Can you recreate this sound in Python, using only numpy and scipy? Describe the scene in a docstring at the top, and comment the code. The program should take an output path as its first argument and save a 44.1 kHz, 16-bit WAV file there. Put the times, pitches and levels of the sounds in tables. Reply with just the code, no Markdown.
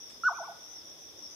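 """A nightjar gives one quavering whistle at night: a gliding tone with faint overtones rises loudly, then
makes three weaker swoops. Trees return it as delayed copies and a short tail of decaying noise.
Insects buzz in bands of noise, mostly falling in pitch; crickets trill lower, in pulsed noise.
A leaf rustles once, a decaying noise puff. Distant rumble and microphone hiss, shaped noise, lie under all,
with faint steady noise bands and, later, a low wavering hum."""
import sys
import numpy as np
from scipy import signal
from scipy.io import wavfile
from scipy.ndimage import uniform_filter1d

SR = 44100
rng = np.random.default_rng(int(sys.argv[2]) if len(sys.argv) > 2 else 0)


def how_loud(loudness_db):
    """Turn decibels into a plain amplitude multiplier (0 dB gives 1, 20 dB gives 10)."""
    steps = np.asarray(loudness_db, float) / 20
    return 10 ** steps


def transcribe(u):
    """Save the signal u as a 16-bit wav file named by the first command-line argument.

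    u: samples, shape (n,) or (channels, n), limited to [-1, 1]; the rate is SR.
    q: integer samples, one column per channel.
    """
    v = np.clip(np.atleast_2d(u).T, -1, 1)
    q = np.round(v * 32767).astype(np.int16)
    wavfile.write(sys.argv[1], SR, q)


N = 59535
T_S = np.arange(N) / SR

# Background spectrum, relative density: f/Hz, level/dB
AIR_SPECTRUM = [(20, -35.5), (35, -13.5), (55, -6.5), (150, -6), (330, -4), (550, -3), (1000, -8),
                (1700, -12.5), (2800, -13), (4300, -11.5), (6600, -58), (7000, -24.5), (7500, -26),
                (8300, -22), (10000, -17), (16000, -20.5)]
# Distant rumble, only its swing about the mean counts: t/s, level/dB
RUMBLE_SWING = [(0.0, -61), (0.499, -61), (0.7, -61.5), (1.35, -60.5)]
# Left-right correlation of the background: f/Hz, correlation/1
AIR_LIKENESS = [(60, 0.46), (150, 0.22), (380, 0.58), (950, 0.073), (2380, -0.22), (5980, 0.029),
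                (15000, 0.01)]
# Faint steady noise bands: centre f/Hz, width/Hz, level/dB rms
THIN_BANDS = [(2003, 7, -79.5), (6740, 540, -76.5), (7080, 200, -77.5)]
# Far, blurred chorus: t/s, level/dB rms
FAR_CHORUS_LEVEL = [(1.11, -53), (1.15, -55), (1.19, -51.5)]
# Single insect buzzes: start t/s, length/s, start f/Hz, end f/Hz, level at full swell/dB rms
INSECT_BUZZES = [(-.03, 0.13, 6010, 5444, -47.5), (.09, 0.098, 5290, 5100, -52.5),
                 (0.214, 0.11, 5880, 5550, -48), (0.319, .16, 6140, 5525, -50), (.6, 0.09, 5800, 5600, -50),
                 (0.679, 0.075, 5956, 6000, -48), (0.731, 0.073, 5710, 5550, -48),
                 (0.759, 0.071, 5410, 5074, -51), (0.831, 0.12, 5800, 5490, -50),
                 (0.976, .15, 6100, 5560, -50.5), (1.17, 0.046, 5700, 5870, -50),
                 (1.22, 0.071, 5620, 5450, -45.5), (1.276, 0.08, 5100, 5200, -57),
                 (1.296, 0.12, 6070, 5980, -49.5)]
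# Wing strokes in a trill cycle: place/cycle, 1/e half-width of power/cycle, relative level/dB
WING_STROKES = [(.25, 0.069, -6), (0.621, .1, -2)]
# Whistle pitch: t/s, f/Hz
WHISTLE_PITCH = [(.235, 1335), (.241, 1385), (.248, 1422), (.258, 1473), (.266, 1495), (.273, 1500),
                 (.278, 1455), (.285, 1250), (.293, 985), (.302, 790), (.309, 695), (.318, 700),
                 (.327, 870), (.340, 1110), (.350, 1185), (.364, 1260), (.374, 1225), (.381, 1125),
                 (.390, 930), (.402, 735), (.409, 655), (.417, 645), (.427, 820), (.436, 970), (.449, 1130),
                 (.460, 1175), (.470, 1105), (.484, 850), (.495, 680), (.504, 655), (.512, 740),
                 (.519, 820), (.528, 810)]
# Whistle loudness: t/s, level/dB rms
WHISTLE_LEVEL = [(.235, -30), (.240, -27.5), (.247, -31), (.253, -26), (0.266, -23.5), (.277, -21),
                 (0.287, -24), (0.294, -31.5), (.304, -42.5), (0.314, -36), (.336, -44.5), (.356, -49),
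                 (.378, -52), (0.39, -41), (.410, -39), (.428, -42), (.448, -48), (.460, -47), (.470, -52),
                 (0.482, -43), (0.498, -43), (.510, -50), (.518, -47), (.524, -51)]
# Overtones: t/s, second level/dB rms, second left over right/dB, third level/dB rms
LOW_OVERTONES = [(.236, -64, 2, -70), (.252, -60, 6, -63), (.266, -68, 9, -62), (.284, -74, 6, -63),
                 (.293, -70, 0, -80), (.310, -86, -4, -95), (.352, -62, -7, -95), (.366, -68, -6, -95),
                 (.377, -64, -8, -95), (.385, -86, 0, -95), (.437, -74, -4, -95), (.456, -66, -5, -95),
                 (.466, -66, -4, -95), (.474, -86, 0, -95)]
# Higher overtones: multiple/1, level over the third/dB
UPPER_OVERTONES = [(5, -12), (7, -9), (8, -10)]
# Near echoes from the trees: delay/s, level/dB, left over right/dB
TREE_ECHOES = [(.0075, -16, -13), (.019, -19.5, 15), (.031, -20, -1.5), (0.044, -16.5, 8.5), (.068, -26, 8),
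               (0.097, -21.5, -7.5)]

AIR_DB_RMS, RUMBLE_TOP_HZ = -57.5, 806
AIR_DRIFT_DB, AIR_DRIFT_HZ = 2.05, 4.1
CHORUS_HZ, CHORUS_WIDTH_HZ, CHORUS_TOP_HZ = 5600, 960, 6200
BUZZ_WIDTH_HZ, BUZZ_EDGE_POWER, CHORUS_LEFT_DB = 394, 0.35, 1.3
TRILL_HZ, TRILL_WIDTH_HZ, TRILL_RATE_HZ = 3503, 420, 29
TRILL_DB_RMS, TRILL_LEFT_DB, TRILL_BLUR_DB = -64, 5, -4
RUSTLE_START_S, RUSTLE_DB, RUSTLE_T60_S = 0.098, -55, 0.21
ATTACK_S, RELEASE_S, GLIDE_S = 0.0022, 0.003, 0.004
BIRD_LEFT_LAG_S, BIRD_LEFT_DB, THIRD_LEFT_DB = 0.000025, -0.9, -6
SCATTER_DB, SCATTER_T60_S, SCATTER_RISE_S = -12, 0.84, 0.014
SCATTER_LIKENESS, SCATTER_LOW_CUT_HZ = 0.1, 760
CLUMP_DB, CLUMP_CORNER_HZ = 4, 40
HUM_HZ, HUM_WIDTH_HZ, HUM_START_S, HUM_DB_RMS = 325, 62, 0.61, -70


def rms_one(x):
    """Scale to rms 1."""
    return x / np.sqrt(np.mean(np.abs(x) ** 2) + 1e-20)


def at_hz(points, hz):
    """Interpolate a spectrum on a log frequency axis."""
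    points_hz, values = np.transpose(points)
    return np.interp(np.log(hz), np.log(points_hz), values)


def sides(left_db):
    """Left and right gains for a level difference in dB."""
    return how_loud(np.reshape([left_db / 2, -left_db / 2], (2, -1)))


def stereo(mid, side, likeness):
    """Mix two independent noises to a given left-right correlation."""
    return np.sqrt(1 + likeness) * mid + np.sqrt(1 - likeness) * side * [[1], [-1]]


def drift(corner_hz):
    """Slow noise of rms 1: white noise through two equal poles, run at SR / 40."""
    pole = np.exp(-80 * np.pi * corner_hz / SR)
    white = rng.standard_normal(N // 40 + 2002)
    slow = signal.lfilter([1], [1, -2 * pole, pole * pole], white)[2000:]   # settled part
    return np.interp(np.arange(N) / 40, np.arange(len(slow)), rms_one(slow))


def narrow_noise(hz, width_hz):
    """Stereo noise band of rms 1: low-passed complex noise on a carrier that may glide."""
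    white = rng.standard_normal((2, N)) + 1j * rng.standard_normal((2, N))
    lowpass = signal.butter(3, width_hz / 2, fs=SR, output="sos")
    carrier = np.exp(2j * np.pi * np.cumsum(hz + 0 * T_S) / SR)
    return rms_one((signal.sosfilt(lowpass, white) * carrier).real)


def air():
    """Rumble and hiss: third-octave noise bands; the low ones swing and drift in level."""
    s, rumble_db = np.transpose(RUMBLE_SWING)
    swing_db = np.interp(T_S, s, rumble_db - rumble_db.mean())
    edges_hz = 20 * 2 ** (np.arange(30) / 3)
    white = rng.standard_normal((2, 2, N + SR // 4))
    out = 0
    for k, (low_hz, high_hz) in enumerate(zip(edges_hz, edges_hz[1:])):
        band = signal.butter(2, [low_hz, high_hz], "band", fs=SR, output="sos")
        mid, side = signal.sosfilt(band, white[k % 2])[:, -N:]   # neighbours use separate noise
        hz = np.sqrt(low_hz * high_hz)
        likeness = np.clip(at_hz(AIR_LIKENESS, hz), -1, 1)
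        rumble_share = 1 / (1 + (hz / RUMBLE_TOP_HZ) ** 2)
        moving_db = (swing_db + AIR_DRIFT_DB * drift(AIR_DRIFT_HZ)) * rumble_share
        out = out + how_loud(at_hz(AIR_SPECTRUM, hz) + moving_db) * stereo(mid, side, likeness)
    return how_loud(AIR_DB_RMS) * rms_one(out)


def thin_bands():
    """Faint steady hums and hisses: noise bands of fixed level."""
    return sum(how_loud(db) * narrow_noise(hz, width_hz) for hz, width_hz, db in THIN_BANDS)


def chorus():
    """Insects: gliding noise bands swell and fade over a broader blur."""
    far_db = np.interp(T_S, *np.transpose(FAR_CHORUS_LEVEL))
    out = how_loud(far_db) * narrow_noise(CHORUS_HZ, CHORUS_WIDTH_HZ)
    for start_s, length_s, from_hz, to_hz, db in INSECT_BUZZES:
        share = np.clip((T_S - start_s) / length_s, 0, 1)
        swell = np.abs(np.sin(np.pi * share)) ** BUZZ_EDGE_POWER * (share < 1)
        hz = from_hz + (to_hz - from_hz) * share
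        out = out + how_loud(db) * swell * narrow_noise(hz, BUZZ_WIDTH_HZ)
    lowpass = signal.butter(16, CHORUS_TOP_HZ, fs=SR, output="sos")
    return signal.sosfilt(lowpass, out) * sides(CHORUS_LEFT_DB)


def crickets():
    """Noise band pulsed by a weak and a strong wing stroke per cycle, blurred by distance."""
    cycle = T_S * TRILL_RATE_HZ
    power = how_loud(TRILL_BLUR_DB) ** 2   # floor between strokes
    for place, width, db in WING_STROKES:
        offset = (cycle - place + 0.5) % 1 - 0.5
        power = power + how_loud(db) ** 2 * np.exp(-(offset / width) ** 2)
    trill = np.sqrt(power) * narrow_noise(TRILL_HZ, TRILL_WIDTH_HZ)
    return how_loud(TRILL_DB_RMS) * sides(TRILL_LEFT_DB) * rms_one(trill)


def rustle():
    """Leaf: one band-passed noise puff, abrupt start, exponential decay."""
    band = signal.butter(8, (900, 9600), "band", fs=SR, output="sos")
    noise = rms_one(signal.sosfilt(band, rng.standard_normal((2, N))))
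    decay_db = -60 * np.maximum(T_S - RUSTLE_START_S, 0) / RUSTLE_T60_S
    return how_loud(RUSTLE_DB + decay_db) * (T_S > RUSTLE_START_S) * noise


def nightjar():
    """A nearly pure gliding tone; its phase-locked second and third overtones lean to varied sides."""
    glide_samples = int(GLIDE_S * SR) | 1
    hz = uniform_filter1d(np.interp(T_S, *np.transpose(WHISTLE_PITCH)), glide_samples)
    db = uniform_filter1d(np.interp(T_S, *np.transpose(WHISTLE_LEVEL)), glide_samples)
    s, *columns = np.transpose(LOW_OVERTONES)
    second_db, second_left_db, third_db = (np.interp(T_S, s, c) for c in columns)
    phase = 2 * np.pi * np.cumsum(hz) / SR
    phase = np.array([np.interp(T_S - BIRD_LEFT_LAG_S, T_S, phase), phase])
    start_s, end_s = WHISTLE_LEVEL[0][0], WHISTLE_LEVEL[-1][0]
    attack = np.clip((T_S - start_s) / ATTACK_S, 0, 1)
    release = np.exp(-np.maximum(T_S - end_s, 0) / RELEASE_S)
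    tone = how_loud(db) * sides(BIRD_LEFT_DB) * np.sin(phase)
    tone = tone + how_loud(second_db) * sides(second_left_db) * np.sin(2 * phase)
    tone = tone + how_loud(third_db) * sides(THIRD_LEFT_DB) * np.sin(3 * phase)
    for multiple, rel_db in UPPER_OVERTONES:
        tone = tone + how_loud(third_db + rel_db) * np.sin(multiple * phase)
    return np.sqrt(2) * attack * release * tone   # sine peak from rms


def trees(bird):
    """Discrete near echoes plus convolution with a decaying noise tail."""
    mid, side = rng.standard_normal((2, N))
    tail = stereo(mid, side, SCATTER_LIKENESS)
    tail = tail * how_loud(CLUMP_DB * drift(CLUMP_CORNER_HZ))   # trunks stand in clumps
    tail = tail * how_loud(-60 * T_S / SCATTER_T60_S) * (1 - np.exp(-T_S / SCATTER_RISE_S))
    tail = rms_one(tail) / np.sqrt(N)   # unit energy
    # small leaves scatter low tones less
    highpass = signal.butter(1, SCATTER_LOW_CUT_HZ, "high", fs=SR, output="sos")
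    thin = signal.sosfilt(highpass, bird)
    out = how_loud(SCATTER_DB) * signal.fftconvolve(tail, thin[None])[:, :N]
    for delay_s, db, left_db in TREE_ECHOES:
        out = out + how_loud(db) * sides(left_db) * np.interp(T_S - delay_s, T_S, thin)
    return out


def hum():
    """Low hum, equal in both channels: a narrow noise band wavers by itself; 50 ms fade-in."""
    fade = np.clip((T_S - HUM_START_S) * 20, 0, 1)
    return how_loud(HUM_DB_RMS) * fade * narrow_noise(HUM_HZ, HUM_WIDTH_HZ)[0]


def scene():
    """Sum of bird and its echoes, insects, leaf and background."""
    bird = nightjar()
    echoes = trees(bird.mean(axis=0))
    insects = chorus() + crickets()
    leaf = rustle()
    background = air() + thin_bands() + hum()
    return bird + echoes + insects + leaf + background


def low_pass(x):
    """Removes everything above the highest recorded frequency."""
    return signal.sosfilt(signal.butter(12, 16360, fs=SR, output="sos"), x)


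def record(dry):
    """Steep low-pass: 60 dB down from 15850 Hz up."""
    lowpass = signal.cheby2(24, 60, 15850, fs=SR, output="sos")
    mix = signal.sosfilt(lowpass, dry)
    return low_pass(mix)


dry = scene()
out = record(dry)
transcribe(out)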